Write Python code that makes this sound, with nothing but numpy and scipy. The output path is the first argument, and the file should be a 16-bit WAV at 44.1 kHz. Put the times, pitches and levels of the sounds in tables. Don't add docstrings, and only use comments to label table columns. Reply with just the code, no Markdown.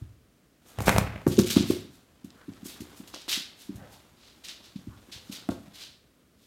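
import sys
import numpy as np
from scipy import signal
from scipy.fft import rfft, irfft, next_fast_len
from scipy.io import wavfile

SR = 44100
rng = np.random.default_rng(int(sys.argv[2]) if len(sys.argv) > 2 else 0)


def master(y):
    cut = np.clip(np.atleast_2d(y).T, -1, 1)
    pcm = np.round(cut * 32767)
    wavfile.write(sys.argv[1], SR, pcm.astype(np.int16))


N = 284886
TIME = np.arange(N) / SR

# frequency in Hz, relative level in dB per Hz.
BACKGROUND_SPECTRUM = [(15, -44), (25, -23.5), (53, -5), (102, -9.5), (263, -7.5), (363, -14.5), (659, -19),
                       (734, -23), (840, -33), (1130, -24.5), (2000, -27.5), (5430, -32), (16000, -36.5)]
# time in seconds, level of the rubbing in dB.
MOVEMENT = [(0, -62), (.18, -77), (.58, -75), (.70, -56), (1.2, -60), (1.62, -47), (1.8, -55), (1.9, -64),
            (2.15, -68.5), (2.45, -61), (2.8, -55), (3.55, -62), (3.9, -59), (4.15, -63.5), (4.95, -60),
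            (5.25, -58), (5.85, -61), (6.0, -74)]
# frequency in Hz, relative level in dB per Hz.
RUB_SPECTRUM = [(100, -0.5), (300, 5), (600, -0.5), (1400, -3), (2200, -7.5), (3600, -7), (6000, -15),
                (12000, -28.5)]
# frequency in Hz, relative level in dB per Hz.
FABRIC_SPECTRUM = [(300, -6), (800, -15), (2000, -3.5), (4000, -3), (7000, 3.5), (10000, 0.5), (13500, 0.5),
                   (16000, -10.5)]
# time in seconds, level of the push in dB,
# pitch of the push in Hz, level in dB of the weight settling after it.
LANDINGS = [(.014, -42, 265, -29.5), (0.791, -28, 109, -44), (.808, -31, 199, -25),
            (0.885, -21.5, 170, -34), (.947, -27, 130, -16), (.986, -15.5, 162, -32),
            (1.269, -8.5, 287, -32), (1.282, -16, 140, -40), (1.314, -23, 203, -48),
            (1.383, -13, 346, -39.5), (1.388, -6.5, 290, -30), (1.397, -8, 208, -36), (1.569, -5, 248, -26),
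            (1.609, -14.5, 221, -40), (1.704, -10.5, 308, -30), (2.248, -32, 235, -51),
            (2.485, -33, 280, -44), (2.492, -30.5, 222, -41), (2.633, -35, 218, -52),
            (2.659, -35, 282, -60), (2.808, -32, 230, -40), (2.821, -33, 290, -58),
            (3.004, -34.5, 237, -59), (3.142, -40, 303, -64), (3.284, -38.5, 327, -64),
            (3.377, -32.5, 251, -60), (3.696, -27, 255, -54), (3.706, -33, 253, -71),
            (3.748, -44, 200, -35), (3.783, -41, 200, -45), (3.823, -40, 146, -50),
            (4.762, -28.5, 205, -55), (4.875, -32.5, 243, -33.5), (5.09, -44, 275, -60),
            (5.154, -55, 200, -43), (5.300, -30.5, 227, -60), (5.493, -17.5, 256, -32),
            (5.681, -44, 168, -58)]
# frequency in Hz, level in dB, t60 in seconds.
FLOOR_RESONANCES = [(61.1, -24, 0.13), (134.7, -19, 0.2), (191, -15.5, 0.096), (280, -22, 0.12),
                    (356.7, -14.5, 0.1), (396, -24.5, 0.068), (522, -19.5, 0.22), (583, -17, 0.17),
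                    (670, -18, 0.34)]
# time of the peak in seconds, rise in seconds,
# skid on the tile in dB, fabric swish in dB.
SLIDING_STROKES = [(0.694, 0.044, -74, -57), (0.821, 0.03, -57, -44), (.873, .02, -38.5, -32),
                   (.93, .04, -58, -40), (.987, .02, -62, -39.5), (1.277, .005, -55, -37),
                   (1.323, 0.029, -43, -43), (1.392, 0.014, -36, -35), (1.469, .016, -39, -38),
                   (1.509, .013, -29.5, -31), (1.572, .03, -31, -44), (1.71, 0.064, -40, -42),
                   (1.95, .06, -67, -63), (2.246, .004, -62, -58), (2.666, 0.026, -54, -44.5),
                   (2.708, .05, -48, -50), (2.808, .007, -53.5, -49), (2.975, .024, -59, -53.5),
                   (3.08, 0.011, -55.5, -54), (3.148, 0.023, -44.5, -60), (3.21, 0.063, -50.5, -68),
                   (3.295, 0.016, -30.5, -37), (3.33, .034, -26.5, -37), (3.621, .055, -54, -53.5),
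                   (3.759, 0.0039, -63, -55), (3.935, .04, -58, -58), (4.278, 0.14, -56.5, -72.5),
                   (4.448, 0.013, -43, -51), (4.494, .024, -41, -56), (4.654, .04, -52, -65.5),
                   (4.762, .008, -55, -70), (5.127, .014, -40.5, -56), (5.17, .06, -52, -68),
                   (5.30, .05, -57, -61), (5.327, .016, -42, -45.5), (5.36, .03, -45, -56),
                   (5.509, 0.014, -51, -54), (5.76, 0.03, -49, -55), (5.824, .055, -43.5, -58),
                   (6.44, 0.078, -66, -68)]
# frequency in Hz, relative level in dB per Hz.
SKID_SPECTRUM = [(300, -21), (900, -18.5), (1500, -10.5), (2100, -7), (2800, -2), (3800, 2.5), (5200, -2),
                 (7700, -11.5), (14000, -25), (16000, -31)]
# time of the peak in seconds, level in dB.
SEAT_SHOVES = [(.803, -35), (.875, -22.5), (.985, -31.5), (1.135, -46)]
# frequency in Hz, relative level in dB per Hz.
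COVER_SPECTRUM = [(30, -15.5), (65, 7.5), (180, 4.5), (400, -6.5), (700, -6), (1200, -9.5), (2400, -8.5),
                  (4500, -30.5), (13000, -40)]
# start in seconds, peak of the air pulse in dB,
# inverse of the pulse's length in Hz, level of the crack in dB, level of the shudder in dB.
FLAT_SLAPS = [(0.7869, -23, 1016, -34, -45), (0.8052, -20.5, 1226, -32.5, -37), (0.881, -1, 800, -20, -23),
              (0.8934, -2.5, 2180, -17, -27.5), (0.963, -12, 910, -28.5, -30.5),
              (0.9829, -6, 1420, -14, -31), (1.217, -41, 1500, -52, -49), (1.267, -21, 589, -36.5, -27.5),
              (1.3899, -24, 790, -20, -28), (1.5624, -28, 1200, -30, -36.5),
              (1.572, -30.5, 1200, -27.5, -31.5), (1.708, -35, 904, -28, -40), (3.141, -29, 1400, -45, -50),
              (3.1605, -39, 1230, -48, -50), (3.281, -30, 1400, -42, -49), (5.4891, -20, 680, -37.5, -31),
              (5.516, -42, 601, -56, -37)]
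# frequency in Hz, typical relative level in dB.
SURFACE_MODES = [(290, -1.5), (410, -0.5), (520, 3), (583, 4.5), (670, 4.5), (740, -6), (837, -4),
                 (920, -2.5), (1082, -5), (1160, -3.5), (1290, -5.5), (1415, -7), (1584, -9), (1807, -14)]
# start in seconds, peak in dB.
CLAW_TICKS = [(1.3918, -16), (1.3989, -21), (1.4735, -22), (1.5033, -18), (1.5115, -18), (2.3044, -41),
              (2.5357, -43), (2.8075, -37), (3.0759, -37), (3.1451, -27), (3.1610, -33), (3.2189, -36),
              (4.4495, -33), (4.4853, -29), (5.3245, -30)]
# time of the middle in seconds,
# half length in seconds, centre frequency in Hz, level in dB.
TOY_DRAGS = [(2.41, 0.036, 1420, -59), (2.775, 0.016, 1390, -58.5), (3.825, 0.038, 620, -54),
             (3.835, 0.038, 1530, -58), (3.933, 0.038, 794, -60), (4.934, 0.02, 1130, -59.5)]
# delay in seconds, level in dB.
REFLECTIONS = [(.0098, -20.5), (0.0175, -24)]
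# frequency in Hz, t60 in seconds.
ROOM_DECAY = [(100, 0.7), (300, 0.31), (800, 0.57), (2000, 0.5), (4500, .5), (9000, -0.2), (16000, 0.3)]
# frequency in Hz, level in dB.
ROOM_LEVEL = [(100, -6.5), (300, -9.5), (800, -10), (2000, -8.5), (4000, -10.5), (9000, -26), (16000, -17)]


def from_db(db):
    return 10 ** (np.asarray(db) / 20)


def rms_one(x):
    return x / np.sqrt(np.mean(x ** 2) + 1e-20)


def at_hz(points, hz):
    known_hz, values = np.transpose(points)
    return np.interp(np.log(np.maximum(hz, 1)), np.log(known_hz), values)


def butter(x, hz, kind, order=2):
    sections = signal.butter(order, np.minimum(hz, SR / 2 - 100), kind, fs=SR, output="sos")
    return signal.sosfilt(sections, x + 1e-18)


def coloured(x, spectrum):
    size = next_fast_len(N)
    gain = from_db(at_hz(spectrum, np.fft.rfftfreq(size, 1 / SR)))
    return rms_one(irfft(rfft(x, size) * gain, size)[:N])


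def add(out, s, sound):
    start = max(round(s * SR), 0)
    out[start:start + len(sound)] += sound[:N - start]


def friction(spectrum, grains_per_s, spread_db, judder_db, judder_hz):
    slips = (rng.random(N) < grains_per_s / SR) * rng.standard_normal(N)
    sizes = from_db(spread_db * np.minimum(rng.exponential(1, N), 4))
    wander = rms_one(butter(rng.standard_normal(N), judder_hz, "low"))
    grip = from_db(judder_db * wander)
    return coloured(slips * sizes * grip, spectrum)


def slide(rise_s, t60_s):
    t = np.arange(SR * 3 // 4) / SR
    return np.minimum(t / rise_s, 1) * from_db(-60 * np.maximum(t - rise_s, 0) / t60_s)


def ring(drive, hz, t60):
    radius = from_db(-60 / (t60 * SR))
    angle = 2 * np.pi * hz / SR
    poles = [1, -2 * radius * np.cos(angle), radius * radius]
    return signal.lfilter([0, np.sin(angle)], poles, drive + 1e-18)


def ambience(level_db=-63.5):
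    return from_db(level_db) * coloured(rng.standard_normal(N), BACKGROUND_SPECTRUM)


def shuffle(fur_below_rub_db=9):
    s, level_db = np.transpose(MOVEMENT)
    movement = from_db(np.interp(TIME, s, level_db))
    rub = friction(RUB_SPECTRUM, grains_per_s=4600, spread_db=0.5, judder_db=2.0, judder_hz=34.65)
    fur = friction(FABRIC_SPECTRUM, grains_per_s=7500, spread_db=-0.5, judder_db=1.0, judder_hz=30)
    return movement * (rub + from_db(-fur_below_rub_db) * fur)


def thuds(pad_hz=850, body_hz=390, body_t60=0.0053, body_db=-10):
    hard_cycles, soft_cycles_per_db = 0.48, .003
    settle_s, settle_hz, settle_cycles = .011, 98, .42
    rebound_s, rebound_loss_db, rebound_pitch_share = .031, 17, .9

    push = np.zeros(N)
    t = np.arange(-SR // 50, SR // 50) / SR
    for land_s, land_db, land_hz, weight_db in LANDINGS:
        land_cycles = hard_cycles - soft_cycles_per_db * land_db
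        contacts = [
            (land_s, land_db, land_hz, land_cycles),
            (land_s + settle_s, weight_db, settle_hz, settle_cycles),
            (land_s + rebound_s, land_db - rebound_loss_db, land_hz * rebound_pitch_share, land_cycles)]
        for s, db, hz, cycles in contacts:
            swell = np.exp(-.5 * (t * hz / cycles) ** 2)
            add(push, s + t[0], from_db(db) * np.cos(2 * np.pi * hz * t) * swell)

    swing = np.gradient(push)
    body = from_db(body_db) * ring(swing, body_hz, body_t60) / np.pi
    boom = sum(from_db(db) * ring(swing, hz, t60) for hz, db, t60 in FLOOR_RESONANCES) / np.pi
    return butter(push + body + boom, pad_hz, "low")


def strokes(typical_fall_s=0.32, typical_rise_s=0.023, fall_exponent=0.27, swish_fall_share=.8):
    skid_power, swish_power = np.zeros(N), np.zeros(N)
    for s, rise, skid_db, swish_db in SLIDING_STROKES:
        fall = typical_fall_s * (rise / typical_rise_s) ** fall_exponent
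        skid_speed = slide(rise, fall)
        swish_speed = slide(rise, fall * swish_fall_share)
        add(skid_power, s - rise, (skid_speed * from_db(skid_db)) ** 2)
        add(swish_power, s - rise, (swish_speed * from_db(swish_db)) ** 2)
    skid = friction(SKID_SPECTRUM, grains_per_s=12000, spread_db=-0.1, judder_db=0.5, judder_hz=140)
    swish = friction(FABRIC_SPECTRUM, grains_per_s=18000, spread_db=0.5, judder_db=1.6, judder_hz=110)
    return np.sqrt(skid_power) * skid + np.sqrt(swish_power) * swish


def seat(rise_s=.025, t60_s=.42, sag_hz=70, sag_width_hz=50, sag_db=-11):
    pressure = np.zeros(N)
    for s, db in SEAT_SHOVES:
        add(pressure, s - rise_s, from_db(db) * slide(rise_s, t60_s))
    cover = friction(COVER_SPECTRUM, grains_per_s=9000, spread_db=0.8, judder_db=4.5, judder_hz=70)
    sag_band = [sag_hz - sag_width_hz / 2, sag_hz + sag_width_hz / 2]
    cushion = rms_one(butter(rng.standard_normal(N), sag_band, "band", order=1))
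    return pressure * (cover + from_db(sag_db) * cushion)


def slaps(crack_t60=0.015, crack_low_hz=1100, crack_high_hz=12000, shudder_t60=0.063):
    out, t = np.zeros(N), np.arange(SR // 6) / SR
    mode_hz, mode_db = np.transpose(SURFACE_MODES)
    modes = np.sin(2 * np.pi * np.outer(mode_hz, t))
    for s, db, hz, crack_db, shudder_db in FLAT_SLAPS:
        swing = butter((1 - 2 * t * hz) * (t * hz < 1), 3 * hz, "low")
        pulse = swing / np.abs(swing).max()

        hiss = butter(rng.standard_normal(len(t)), [crack_low_hz, crack_high_hz], "band", order=1)
        crack = hiss * from_db(-60 * t / crack_t60)

        strengths = from_db(mode_db + rng.normal(0, 3.3, len(mode_db)))
        signs = rng.choice([-1, 1], len(mode_db))
        shudder = (strengths * signs) @ modes * from_db(-60 * t / shudder_t60) / 2

        add(out, s, from_db(db) * pulse + from_db(crack_db) * crack + from_db(shudder_db) * shudder)
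    return out


def skitter(start_s=1.292, end_s=1.713, level_db=-41.5, low_hz=2400, high_hz=7500):
    effort = np.sin(np.pi * np.clip((TIME - start_s) / (end_s - start_s), 0, 1))
    catches = (rng.random(N) < 130 * effort / SR) * rng.uniform(.4, 1, N)
    scratch_envelope = signal.lfilter([1], [1, -np.exp(-1 / (.001 * SR))], catches + 1e-18)
    scratch = scratch_envelope * rng.standard_normal(N)
    ticks = butter(scratch, [low_hz, high_hz], "band", order=3) * effort
    return from_db(level_db) * rms_one(ticks) * np.sqrt(np.mean(effort ** 2))


def claws(low_hz=1800, high_hz=6500, t60_s=.009):
    out, t = np.zeros(N), np.arange(SR // 50) / SR
    fade = from_db(-60 * t / t60_s)
    for s, db in CLAW_TICKS:
        tick = butter(rng.standard_normal(len(t)) * fade, [low_hz, high_hz], "band")
        add(out, s, from_db(db) * tick / np.abs(tick).max())
    return out


def drags(width_share=0.5):
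    out = np.zeros(N)
    rasp = friction(RUB_SPECTRUM, grains_per_s=3200, spread_db=-1.0, judder_db=0, judder_hz=60)
    for s, half_s, hz, db in TOY_DRAGS:
        edges = hz * np.exp([-width_share / 2, width_share / 2])
        band = rms_one(butter(rasp, edges, "band"))
        swell = np.exp(-.5 * ((TIME - s) / half_s) ** 2)
        out += from_db(db) * band * swell
    return out


def room(x, first_s=0.0071, build_s=.012):
    t = np.arange(SR * 3 // 4) / SR
    edges = 40 * 2. ** np.arange(10)
    response = np.zeros(len(t))
    for low, high in zip(edges, edges[1:]):
        centre_hz = np.sqrt(low * high)
        t60 = np.clip(at_hz(ROOM_DECAY, centre_hz), .15, .7)
        build_up = np.clip((t - first_s) / build_s, 0, 1)
        tail = butter(rng.standard_normal(len(t)), [low, high], "band")
        tail = tail * build_up * from_db(-60 * t / t60)
        band_gain = from_db(at_hz(ROOM_LEVEL, centre_hz)) * np.sqrt(2 * (high - low) / SR)
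        response += band_gain * tail / np.linalg.norm(tail)
    for delay, db in REFLECTIONS:
        response[round(delay * SR)] += from_db(db)
    return x + signal.fftconvolve(x, response)[:N]


def scene():
    blows = thuds() + slaps() + skitter() + claws()
    rubbing = shuffle() + strokes() + seat() + drags()
    return (room(blows + rubbing) + ambience())[None]


def record(dry, cutoff_hz=16000):
    thinned = butter(dry, 30, "high")
    rounded = thinned / (1 + (thinned / .9) ** 6) ** (1 / 6)
    top_cut = signal.ellip(10, .1, 70, cutoff_hz, fs=SR, output="sos")
    return signal.sosfilt(top_cut, rounded)


dry = scene()
out = record(dry)
master(out)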